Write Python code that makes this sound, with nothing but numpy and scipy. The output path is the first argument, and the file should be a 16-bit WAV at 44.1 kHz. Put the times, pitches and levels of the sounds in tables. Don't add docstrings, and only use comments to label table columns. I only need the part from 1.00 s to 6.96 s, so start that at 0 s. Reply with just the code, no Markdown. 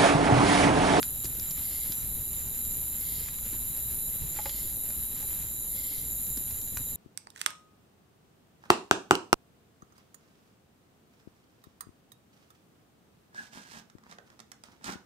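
import sys
import numpy as np
from scipy import signal
from scipy.fft import rfft, irfft
from scipy.io import wavfile

SR = 44100
rng = np.random.default_rng(int(sys.argv[2]) if len(sys.argv) > 2 else 0)


def wav_out(sig):
    wavfile.write(sys.argv[1], SR, np.round(np.clip(np.atleast_2d(sig).T, -1, 1) * 32767).astype(np.int16))


N = 262836
T = np.arange(N) / SR
HZ = np.fft.rfftfreq(N, 1 / SR)
EDGE_HZ = 15750

# time_s, level_db
KATYDID_EFFORT = [(0.0, -34), (0.25, -36), (0.78, -34), (1.51, -36), (1.59, -34), (2.21, -35), (2.29, -39),
                  (2.52, -35), (3.17, -34), (3.2, -37), (4.07, -34), (4.1, -37), (4.35, -34), (4.45, -37),
                  (4.76, -35), (5.06, -36), (5.29, -34), (5.68, -37.5), (5.91, -36), (5.96, -38)]
# pitch_hz, gain_db
KATYDID_COLOUR = [(7500, -46), (8600, -0.5), (9500, -5), (10400, -6), (11400, -4), (12000, -5), (12600, -1),
                  (13200, -4), (14000, -3.5), (15500, -17)]
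WINGBEAT_HZ, WINGBEAT_HZ_PER_DB, WINGBEAT_WANDER_HZ = 115.6, 0.98, 0.6

# pitch_hz, relative_db_per_hz
CHORUS_COLOUR = [(6000, -28.5), (6500, -13.5), (6780, -6), (6880, -1), (7100, 4.5), (7280, 3), (7400, -2),
                 (7520, -14), (7750, -48)]

# pitch_hz, relative_db_per_hz
NIGHT_COLOUR = [(15, 8), (27, 31), (50, 12.5), (200, 16.5), (450, 12), (900, 7), (1500, -5), (4200, -3),
                (5800, -32), (8000, -32), (15500, -10)]
# pitch_hz, width_hz, level_db, left_right_difference (ratio)
HUM_BANDS = [(54.9, 7.7, -55, 0.26), (237, 5.6, -63.5, 0.68)]

# pitch_hz, relative_db_per_hz
FLAME_COLOUR = [(10, 2), (22, -8), (38, 0), (56, 3), (75, -0.5), (150, -5), (300, -15.5), (600, -25),
                (1300, -30), (3000, -28.5), (5200, -33.5), (8000, -32.5), (15500, -49)]
# time_s, gain_db
SIZZLE_GAIN = [(0, 1.5), (.6, 2.5), (1.8, 2.2), (2.5, 2.5), (3.5, 2), (4.4, 3.5), (4.55, -2), (5.5, 0),
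               (5.96, -2)]
# time_s, strength_db
BURN_STRENGTH = [(0.0, -46), (0.43, -43), (0.83, -46.5), (0.86, -43.5), (1.19, -39), (1.21, -48),
                 (1.54, -43.5), (2.14, -49.5), (2.22, -45), (3.19, -46.5), (3.22, -29), (3.32, -48),
                 (4.07, -44.5), (4.08, -49.5), (5.93, -44.5), (5.96, -40)]
BURN_SHARE, FLUTTER_DB, FLUTTER_PER_S = 0.5, 1.47, 10.4

# middle_s, relative_level_db
CRICKET_CHIRPS = [(.05, -46), (.24, -45.5), (.49, -42.5), (.76, -45.5), (.98, -44), (1.38, -44.5),
                  (1.68, -43), (1.93, -45.5), (2.24, -47), (2.53, -48), (2.8, -51), (3.07, -44.5),
                  (3.34, -44), (3.63, -52), (3.89, -44.5), (4.16, -45.5), (4.52, -48), (4.82, -44),
                  (5.08, -46), (5.33, -44), (5.57, -47.5), (5.87, -46)]
# pitch_hz of the first, pitch_hz of the second
CRICKET_WING_HZ = (7252, 7095)

# start_s, relative_level_db, centre_hz, decay_s
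WOOD_CRACKLES = [(0.0294, -16.5, 3540, 0.00069), (0.243, -29, 7600, 0.0062), (.2542, -30, 5550, 0.0034),
                 (.349, -37, 5800, 0.0012), (0.3976, -27.5, 5870, 0.0017), (0.508, -31, 7500, 0.0054),
                 (0.922, -25, 3500, 0.0016), (1.652, -36, 5000, 0.0017), (2.285, -35.5, 2180, 0.0036),
                 (2.387, -40, 1500, 0.0025), (3.361, -42, 1790, 0.024), (3.457, -34, 2000, 0.0067),
                 (3.494, -31, 2940, 0.0037), (3.9042, -37, 2450, 0.0023), (5.267, -32, 6000, 0.00068),
                 (5.374, -26.5, 8000, 0.0022), (5.509, -37.5, 2590, 0.0021), (5.617, -35, 5000, 0.00092),
                 (5.771, -26.5, 1920, 0.002), (5.773, -24, 6000, 0.001)]
WOOD_HZ, WOOD_DB, WOOD_T60_S = 1430, -22, 0.02
TICKS_PER_S, TICK_DB, TICK_SPREAD_DB = 28, -37.5, 1.5

# start_s, nominal_level_db, pitch_hz
GAS_PUFFS = [(0.246, -31.5, 334), (.896, -26.5, 154), (1.512, -32.5, 190), (2.528, -32, 159),
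             (3.235, -33, 125), (3.771, -42, 256), (3.903, -37, 610), (5.374, -31, 223)]
PUFF_CYCLES = 10

RASP_STARTS = [0.586, 1.976, 3.347, 4.71]
# pitch_hz, relative_db_per_hz
RASP_SPECTRUM = [(1500, -19), (1850, -10), (2080, 7.5), (2400, -14), (3200, 0.5), (4100, 0.5), (4650, 1.5),
                 (5300, -1.5), (5900, -9.5), (8000, -30)]
RASP_S, RASP_DB = 0.32, -57.5

# middle_s, pitch_hz, level_db
THIN_PEEPS = [(.975, 5990, -56), (3.77, 6020, -63), (5.0, 6000, -60)]

# start_s, nominal_level_db, lowest_mode_extra_db
KNOCKS = [(3.388, -32, -30), (3.457, -34.5, 3.5), (4.227, -45, -15)]
# pitch_hz, gain_db, t60_s
WOOD_MODES = [(557, -2.5, 0.091), (848, 2.5, 0.085), (990, -20, 0.038), (1480, -11, 0.017),
              (2000, -5, 0.025)]


def amp(db):
    return 10 ** (np.asarray(db) / 20)


def unit(x):
    return x / np.sqrt(np.mean(x ** 2) + 1e-20)


def curve(rows):
    return np.interp(T, *np.transpose(rows))


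def colour(x, points):
    hz, db = np.transpose(points)
    gain_db = np.interp(np.log(HZ + 1), np.log(hz), db)
    return irfft(rfft(x) * amp(gain_db), N)


def band(x, hz, width):
    return irfft(rfft(x) / (1 + 1j * (HZ - hz) / width) ** 4, N)


def lowpass(x, hz):
    return irfft(rfft(x) / (1 + (HZ / hz) ** 4), N)


def drift(rate):
    return unit(lowpass(rng.standard_normal(N), rate))


def stereo_noise(side):
    mid, apart = rng.standard_normal((2, N))
    return unit(np.array([mid + side * apart, mid - side * apart]))


def pan(left_db):
    return unit(amp([[left_db / 2], [-left_db / 2]]))


def add(mix, s, sound):
    part = mix[..., max(round(s * SR), 0):][..., :sound.shape[-1]]
    part += sound[..., :part.shape[-1]]


def woods(x, wet_db, t60, side):
    tail = (stereo_noise(side) * amp(-60 * T / t60))[:, :SR // 2]
    tail /= np.linalg.norm(tail, axis=1, keepdims=True)
    return x + amp(wet_db) * signal.fftconvolve(x[None], tail, axes=1)[:, :N]


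def strokes(rate, offset, hz, fall_hz, length, jitter, spread_db):
    turns = np.cumsum(rate) / SR
    cycle = np.floor(turns - offset).astype(int) + 1
    late, size, detune, slip = rng.standard_normal((N // 100, 4))[cycle].T
    t = ((turns - offset) % 1 - .5) / rate + jitter * late
    sweep = hz * (1 + 0.014 * detune) * t - fall_hz * t ** 2 / (2 * length)
    swell = np.exp(-.5 * (t / length) ** 2)
    return amp(spread_db * size) * swell * np.cos(2 * np.pi * (sweep + slip))


def katydid():
    effort_db = curve(KATYDID_EFFORT)
    effort_swing_db = effort_db - effort_db.mean()
    rate = WINGBEAT_HZ + WINGBEAT_HZ_PER_DB * effort_swing_db + WINGBEAT_WANDER_HZ * drift(4)
    closing = strokes(rate, 0, hz=11345, fall_hz=1010, length=0.00041, jitter=.00008, spread_db=1.5)
    opening = strokes(rate, 0.51, hz=12200, fall_hz=990, length=0.00073, jitter=0.000199, spread_db=1.6)
    near = woods(unit(closing + amp(-10.0) * opening), wet_db=2.1, t60=0.17, side=0.9)
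    far_colour = [(8000, -37), (10000, -3.5), (11500, 0.5), (12800, -3), (14000, -11.5), (15500, -7.5)]
    far = colour(stereo_noise(side=0.57), far_colour)
    song = colour(unit(near) + amp(-3.5) * unit(far), KATYDID_COLOUR)
    return song / np.std(song.mean(0)) * amp(effort_db) * pan(0.045)


def far_crickets():
    shimmer_db = 1.0 * drift(2.6)
    high = unit(colour(stereo_noise(side=0.62), CHORUS_COLOUR)) * amp(-45.0 + shimmer_db) * pan(-5.5)
    low = band(stereo_noise(side=0.29), hz=3873, width=200)
    low = unit(low + band(stereo_noise(side=0.55), hz=3981, width=170))
    trill = 1 + 0.076 * np.sin(2 * np.pi * 51 * T)
    return high + amp(-56.0) * low * trill


def night():
    air = amp(-56.0) * unit(colour(stereo_noise(side=1), NIGHT_COLOUR))
    hum = sum(amp(db) * unit(band(stereo_noise(side), hz, width)) for hz, width, db, side in HUM_BANDS)
    return air + hum


def flame():
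    air = amp(-45.0) * unit(colour(stereo_noise(side=0.31), FLAME_COLOUR))
    rumble = lowpass(air, 200)
    body = lowpass(air, 800) - rumble
    sizzle = air - rumble - body
    burn_db = curve(BURN_STRENGTH)
    flutter_db = BURN_SHARE * (burn_db - burn_db.mean()) + FLUTTER_DB * drift(FLUTTER_PER_S)
    burning = rumble * amp(flutter_db) + body * amp(.5 * flutter_db + 2.95 * drift(31))
    return burning + sizzle * amp(curve(SIZZLE_GAIN) + 1.93 * drift(15))


def cricket(hz, length, pulse_hz, left_db):
    swell = sum(amp(db) * np.exp(-((T - s) / length) ** 4) for s, db in CRICKET_CHIRPS)
    pulses = np.sin(np.pi * np.cumsum(pulse_hz + 3 * drift(6.5)) / SR) ** 2
    tone = np.sin(2 * np.pi * np.cumsum(hz + 22 * drift(60.5)) / SR)
    return woods(swell * (.5 + pulses) * tone, wet_db=-1.5, t60=0.1, side=0.42) * pan(left_db)


def blow(hz, t60, ring, rough):
    t = T[:SR // 4]
    peak = signal.iirpeak(hz, 1.2, fs=SR)
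    puff = signal.lfilter(*peak, rng.standard_normal(len(t)))
    puff = unit(signal.lfilter(*peak, puff))
    return amp(-60 * t / t60) * (ring * np.sin(2 * np.pi * hz * t) + rough * puff)


def crackles():
    out, t = np.zeros(N), T[:SR // 16]
    for s, db, hz, decay in WOOD_CRACKLES:
        burst = rng.standard_normal(len(t)) * np.exp(-t / decay)
        peak = signal.iirpeak(min(hz, SR / 3), 1.0, fs=SR)
        snap = signal.lfilter(*peak, burst) + 0.036 * burst
        level = np.sqrt(decay * SR / np.sum(snap ** 2)) * 0.44
        add(out, s, amp(db) * snap * level)
        add(out, s, amp(db + WOOD_DB) * blow(WOOD_HZ, WOOD_T60_S, ring=0.83, rough=0.37))
    tick_db = TICK_DB + TICK_SPREAD_DB * np.minimum(rng.exponential(1, N), 3)
    ticks = (rng.random(N) < TICKS_PER_S / SR) * amp(tick_db)
    out += colour(ticks, [(200, -13), (1500, 5.0), (6000, 0), (15000, -8)])
    return woods(out, wet_db=-7, t60=0.1, side=1.0)


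def puffs():
    out = np.zeros(N)
    for s, db, hz in GAS_PUFFS:
        add(out, s, amp(db) * blow(hz, PUFF_CYCLES / hz, ring=0.67, rough=0.42))
    return woods(out, wet_db=-12, t60=0.03, side=0.5)


def far_rasps():
    swell = sum(np.exp(-abs(2 * (T - s) / RASP_S - 1) ** 4) for s in RASP_STARTS)
    teeth = 1 + 0.64 * np.sin(2 * np.pi * np.cumsum(88 + 15 * drift(17.9)) / SR)
    teeth = teeth * amp(1.0 * drift(25))
    scrape = unit(colour(rng.standard_normal(N), RASP_SPECTRUM))
    return amp(RASP_DB) * woods(scrape * swell * teeth, wet_db=3.5, t60=0.38, side=0.49)


def far_peeps():
    out = 0
    for s, hz, db in THIN_PEEPS:
        swell = np.exp(-((T - s) / 0.053) ** 2)
        out = out + amp(db) * swell * unit(band(stereo_noise(side=0.29), hz, width=150))
    return out


def log_shift():
    out = np.zeros(N)
    for s, db, low_db in KNOCKS:
        modes = [blow(hz, t60, ring=0.65, rough=0.31) * amp(mode_db) for hz, mode_db, t60 in WOOD_MODES]
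        lowest, *upper = modes
        add(out, s, amp(db) * (amp(low_db) * lowest + sum(upper)))
    return woods(out, wet_db=-19, t60=0.022, side=0.6)


def scene():
    first_hz, second_hz = CRICKET_WING_HZ
    chirps = amp(-0.5) * cricket(first_hz, length=0.074, pulse_hz=40.6, left_db=-7)
    chirps += amp(-5.0) * cricket(second_hz, length=0.029, pulse_hz=39, left_db=-17)
    insects = katydid() + far_crickets() + chirps + far_rasps() + far_peeps()
    fire = flame() + crackles() + puffs() + log_shift()
    return insects + night() + fire


def record(dry):
    lowpass_taps = signal.firwin(511, EDGE_HZ, window=("kaiser", 9), fs=SR)
    return signal.oaconvolve(dry, lowpass_taps[None], "same")


dry = scene()
out = record(dry)
wav_out(out)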